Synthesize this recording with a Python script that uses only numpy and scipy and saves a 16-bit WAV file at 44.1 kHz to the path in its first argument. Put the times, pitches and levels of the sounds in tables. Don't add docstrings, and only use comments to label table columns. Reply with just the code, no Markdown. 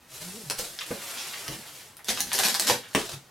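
import sys
import numpy as np
from scipy import signal
from scipy.fft import rfft, irfft
from scipy.io import wavfile
from scipy.ndimage import uniform_filter1d

SR = 44100
rng = np.random.default_rng(int(sys.argv[2]) if len(sys.argv) > 2 else 0)


def pcm_store(signal):
    levels = np.round(np.clip(np.atleast_2d(signal), -1, 1) * 32767)
    wavfile.write(sys.argv[1], SR, levels.astype(np.int16).T)


N = 145530

# (frequency [Hz], level [dB])
ROOM_TONE_COLOUR = [(25, -11), (70, -2), (120, 6.5), (250, -2.5), (1000, -4.5), (4500, -11), (11000, -15.5),
                    (16000, -20)]
# (frequency [Hz], side level [dB])
REFLECTION_WIDTH = [(60, -20), (150, -18.5), (400, -9), (1200, -6.5), (5000, -6), (10500, -3.5),
                    (12000, -14), (16000, -76)]
# (time [s], level [dB])
SWEEP_LEVELS = [(.08, -57), (.125, -43), (.26, -41.5), (.4, -44), (.49, -47), (.57, -42.5), (.594, -27.5),
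                (.622, -42), (.66, -39), (.72, -43.5), (.77, -44), (.89, -43), (.95, -46)]
# (time [s], rib rate [Hz], level [dB])
RIB_RUN = [(0.149, 103, -71), (0.209, 141.3, -52), (0.257, 177.4, -43.5), (0.319, 186.2, -49.5),
           (.352, 213.3, -45.5), (0.41, 223, -47.5), (0.45, 162.3, -51), (.54, 129, -54)]
# (time [s], level [dB])
SWIVEL_LEVELS = [(.88, -42.5), (.93, -41.5), (1.08, -36.5), (1.21, -39.5), (1.46, -40.5), (1.535, -39),
                 (1.59, -45.5), (1.76, -45), (1.88, -51.5), (1.95, -60)]
# (time [s], level [dB])
BRUSH_LEVELS = [(2.95, -28.5), (3.03, -39.5), (3.09, -36), (3.14, -37.5), (3.17, -71), (3.23, -80)]
# (time [s], level [dB], centre [Hz], decay [s])
GRIT_BURSTS = [(0.7892, -33, 3330, 0.0021), (0.809, -33, 2550, 0.0083), (1.173, -29.5, 4200, 0.11),
               (1.335, -35, 2640, 0.012), (1.99, -47.5, 1460, 0.017), (2.089, -25.5, 4260, .02),
               (2.6987, -21.5, 3060, 0.0039), (2.835, -42, 2490, .035), (2.9493, -29, 2500, 0.016)]
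# (frequency [Hz], level [dB])
BOX_MODES = [(128, 9), (184, -3), (215, -0.5), (265, 7), (490, -2.5), (610, 9), (805, -1), (870, -4.5),
             (1630, 6.5), (2400, -19)]
# (time [s], crunch level [dB], brightness [Hz], buckling decay [s], low cut [Hz],
# panel pitch [Hz], panel level [dB])
BOX_BLOWS = [(0.5014, -35.5, 2320, 0.037, 600, 420, -40), (.595, -37, 800, 0.025, 119, 500, -37.5),
             (0.907, -32.5, 410, 0.011, 198, 198.5, -32.5), (0.911, -32, 603, 0.01, 453, 483, -32.5),
             (1.488, -33.5, 540, 0.054, 64.5, 150, -40.5), (2.088, -40, 298, 0.074, 35.4, 412, -45.5),
             (2.208, -40, 220, 0.18, 70, 183, -43.5), (2.396, -32.5, 1400, 0.01, 513, 760, -32),
             (2.698, -24, 920, 0.0058, 514, 918, -22.5), (2.706, -27.5, 404, 0.015, 198, 499, -30),
             (2.9492, -18.5, 4270, 0.0028, 277, 1740, -35), (2.951, -23, 484, 0.0078, 340, 211, -26),
             (2.977, -33.5, 1100, 0.0054, 220, 417, -27), (3.135, -44.5, 170, 0.036, 119, 137, -39)]
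# (time [s], level [dB])
TEAR_LEVELS = [(2.04, -55), (2.072, -37.5), (2.088, -29), (2.108, -26.5), (2.125, -44), (2.165, -31),
               (2.18, -33.5), (2.2, -26.5), (2.225, -41), (2.25, -44.5), (2.305, -37.5), (2.34, -27),
               (2.375, -28.5), (2.394, -22.5), (2.415, -27.5), (2.452, -23), (2.495, -27.5), (2.535, -36.5),
               (2.555, -27.5), (2.585, -41.5), (2.61, -27.5), (2.66, -33.5), (2.682, -20.5), (2.715, -25.5),
               (2.75, -40), (2.79, -64), (2.93, -46.5), (2.95, -39)]
# (time [s], level [dB], centre [Hz])
TAPE_SNAPS = [(0.4993, -26.5, 6440), (.5093, -30.5, 5760), (1.4805, -33, 4100), (1.9686, -45, 9000),
              (2.045, -42.5, 9400), (2.085, -29.5, 4730), (2.174, -32, 3070), (2.205, -23, 6540),
              (2.2135, -43, 5740), (2.317, -30.5, 2730), (2.332, -25, 8650), (2.381, -29.5, 4600),
              (2.389, -22.5, 5800), (2.437, -30, 5000), (2.5433, -26.5, 6200), (2.549, -27, 4500),
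              (2.597, -21, 6500), (2.6713, -25, 5440)]
# (frequency [Hz], level [dB])
SWEEP_SPECTRUM = [(60, -5), (250, -8.5), (550, -1), (1000, -4), (2200, -3), (4500, -0.5), (8000, -1),
                  (12000, -3), (16000, -15)]
SWIVEL_SPECTRUM = [(50, -47), (200, -5.5), (430, -2), (800, -0.5), (1500, -1), (3400, -1), (7000, -3),
                   (12000, -4), (16000, -16)]
BRUSH_SPECTRUM = [(80, -5), (300, 3), (600, 2), (2000, -3), (4000, 2), (11000, -5), (16000, -17)]
KNOCK_SPECTRUM = [(30, -3), (100, -6), (220, 0.5), (400, -0.5), (800, -2), (1200, -3.5), (1700, 1),
                  (2700, -1), (4500, -10), (8000, -1), (12000, -2), (16000, 3)]
TEAR_SPECTRUM = [(40, -36), (130, -21.5), (220, -2.5), (400, -5), (790, -1), (1300, -8.5), (1700, 2.5),
                 (2270, -3.5), (4700, 0.5), (8000, -4.5), (12800, -5), (16000, -28)]
SNAP_SPECTRUM = [(200, -22), (800, 18.5), (1700, 9), (2500, 2), (4500, 4), (8000, -2), (11500, 3),
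                 (15000, -6)]

TAIL_DB, EARLY_DB = -2, -3


def undb(db):
    return 10 ** (np.asarray(db) / 20)


def unit(x):
    return x / np.sqrt(np.mean(x ** 2) + 1e-20)


def norm(x):
    return x / np.sqrt(np.sum(x ** 2) + 1e-20)


def on_log(hz, table):
    freqs, values = np.array(table, float).T
    return np.interp(np.log(np.maximum(hz, 1)), np.log(freqs), values)


def fade(table):
    rows = np.array(table)
    return undb(np.interp(np.arange(N) / SR, rows[:, 0], rows[:, -1], left=-np.inf, right=-np.inf))


def colour(x, spectrum, size=4096):
    gain = undb(on_log(np.fft.rfftfreq(size, 1 / SR), spectrum))
    cepstrum = irfft(np.log(gain))
    cepstrum[1:size // 2] *= 2
    cepstrum[size // 2 + 1:] = 0
    return signal.fftconvolve(x, irfft(np.exp(rfft(cepstrum))))[:len(x)]


def cut(x, hz, kind, order=2):
    return signal.sosfilt(signal.butter(order, hz, kind, fs=SR, output="sos"), x)


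def add(out, start_s, x):
    i = int(start_s * SR)
    out[i:i + len(x)] += x[:N - i]


def burst(x, db, span_s=.014):
    return norm(x) * undb(db) * np.sqrt(span_s * SR)


def grains(per_s, spread_db, size=N):
    strength = np.minimum(rng.exponential(size=size), 4)
    happens = rng.random(size) < per_s / SR
    return unit(happens * rng.choice([-1, 1], size) * undb(spread_db * strength))


def wander(hz):
    hold = int(SR / hz)
    steps = rng.standard_normal(N)[np.arange(N) // hold]
    return unit(uniform_filter1d(steps, hold))


def friction(levels, spectrum, slips_per_s, spread_db, catch_hz, catch_db):
    slips = grains(slips_per_s, spread_db) * undb(catch_db * wander(catch_hz))
    return unit(colour(slips, spectrum)) * fade(levels)


def room_tone(db=-55.5):
    return undb(db) * unit(colour(rng.standard_normal(N), ROOM_TONE_COLOUR))


def reflections(t60_s=.29, treble_t60_s=.28, treble_hz=6500, early_decay_s=.016, gap_s=.003):
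    t = np.arange(int(.32 * SR)) / SR
    noise = rng.standard_normal(len(t))
    low = cut(noise, treble_hz, "low", order=1)
    tail = low * undb(-60 * t / t60_s) + (noise - low) * undb(-60 * t / treble_t60_s)
    echoes = grains(per_s=4500, spread_db=2.7, size=len(t)) * np.exp(-t / early_decay_s)
    early = cut(echoes, hz=116, kind="high")
    arrived = t > gap_s
    return undb(TAIL_DB) * norm(tail * arrived) + undb(EARLY_DB) * norm(early * arrived)


def room(direct, change_s=.03):
    wet, t = np.zeros((2, N)), np.arange(N) / SR
    for centre_s in np.arange(0, N / SR + change_s, change_s):
        here = np.flatnonzero(abs(t - centre_s) < change_s)
        if len(here):
            piece = direct[here] * np.cos(np.pi / 2 * (t[here] - centre_s) / change_s)
            mid, side = reflections(), colour(reflections(), REFLECTION_WIDTH)
            for channel, sign in zip(wet, (1, -1)):
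                add(channel, here[0] / SR, signal.fftconvolve(piece, mid + sign * side))
    return (direct + wet) / np.sqrt(1 + undb(TAIL_DB) ** 2 + undb(EARLY_DB) ** 2)


def hand_sweep():
    return friction(SWEEP_LEVELS, SWEEP_SPECTRUM,
                    slips_per_s=16000, spread_db=3.5, catch_hz=130, catch_db=2.5)


def ribs(jitter=.087, flutter_db=3, overtone_db=-16, lid_hz=440, lid_width_hz=70):
    times, rates, _ = np.array(RIB_RUN).T
    rib_hz = np.interp(np.arange(N) / SR, times, rates)
    phase = 2 * np.pi * np.cumsum(rib_hz * (1 + jitter * wander(hz=200.6))) / SR
    resonance = 1 / (1 + ((2 * rib_hz - lid_hz) / (lid_width_hz / 2)) ** 2)
    tone = np.sin(phase) + (undb(overtone_db) / 2 + resonance) * np.sin(2 * phase)
    return unit(tone * undb(flutter_db * wander(hz=109.9))) * fade(RIB_RUN)


def box_swivel():
    return friction(SWIVEL_LEVELS, SWIVEL_SPECTRUM,
                    slips_per_s=11000, spread_db=2.5, catch_hz=160, catch_db=1.74)


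def flap_brush():
    return friction(BRUSH_LEVELS, BRUSH_SPECTRUM,
                    slips_per_s=10000, spread_db=3, catch_hz=130, catch_db=5)


def grit():
    out, t = np.zeros(N), np.arange(SR // 4) / SR
    for start_s, db, hz, decay_s in GRIT_BURSTS:
        noise = rng.standard_normal(len(t)) * np.exp(-t / decay_s)
        rasp = cut(noise, [.5 * hz, 1.5 * hz], "band")
        add(out, start_s, burst(rasp, db))
    return out


def box_ring(drive, lowest_t60_s=.12, damping_power=.65):
    t = np.arange(SR // 3) / SR
    body, lowest_hz = np.zeros(len(t)), BOX_MODES[0][0]
    for hz, db in BOX_MODES:
        t60_s = lowest_t60_s * (lowest_hz / hz) ** damping_power
        body += undb(db - 60 * t / t60_s) * np.sin(2 * np.pi * hz * t)
    return signal.fftconvolve(drive, body)[:N]


def panels(decay_cycles=4):
    out, t = np.zeros(N), np.arange(SR // 3) / SR
    for start_s, *_, hz, db in BOX_BLOWS:
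        swing = np.sin(2 * np.pi * hz * t) * np.exp(-hz * t / decay_cycles)
        add(out, start_s, burst(swing, db))
    return out


def knocks(crack_db=-11.5, ring_db=-6.5):
    out, t = np.zeros(N), np.arange(SR // 2) / SR
    for start_s, db, bright_hz, decay_s, low_hz, *_ in BOX_BLOWS:
        crunch = norm(rng.standard_normal(len(t)) * np.exp(-t / decay_s))
        crunch[0] += undb(crack_db)
        crunch = cut(colour(crunch, KNOCK_SPECTRUM), low_hz, "high")
        for _ in range(2):
            crunch = cut(crunch, bright_hz, "low", order=1)
        blow = norm(crunch) + undb(ring_db) * norm(box_ring(crunch)[:len(t)])
        add(out, start_s, burst(blow, db))
    return out


def tape_tear(ring_db=-22.5):
    rasp = friction(TEAR_LEVELS, TEAR_SPECTRUM,
                    slips_per_s=7500, spread_db=1, catch_hz=600, catch_db=4.5)
    return rasp + undb(ring_db) * unit(box_ring(rasp)) * np.std(rasp)


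def tape_snaps(decay_s=.00074, half_width_octaves=1.1):
    out, t = np.zeros(N), np.arange(SR // 20) / SR
    bands_hz = np.geomspace(100, 16000, 24)
    for start_s, db, centre_hz in TAPE_SNAPS:
        off_centre = np.log2(bands_hz / centre_hz) / half_width_octaves
        bands_db = on_log(bands_hz, SNAP_SPECTRUM) - 20 * np.log10(1 + off_centre ** 2)
        slips = rng.choice([-1, 1], len(t)) * np.sqrt(t) * np.exp(-t / decay_s)
        snap = colour(slips, list(zip(bands_hz, bands_db)))
        add(out, start_s, burst(snap, db))
    return out


def scene(hollow_room_share=.7):
    rubbing = hand_sweep() + box_swivel() + flap_brush()
    background = room_tone()
    hollow = ribs() + panels()
    opening = tape_tear() + grit() + tape_snaps() + knocks()
    in_room = room(background + rubbing + opening + hollow_room_share * hollow)
    return in_room + (1 - hollow_room_share) * hollow


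def record(dry):
    top_cut = signal.ellip(10, rp=.1, rs=75, Wn=16100, fs=SR, output="sos")
    return signal.sosfilt(top_cut, dry)


dry = scene()
out = record(dry)
pcm_store(out)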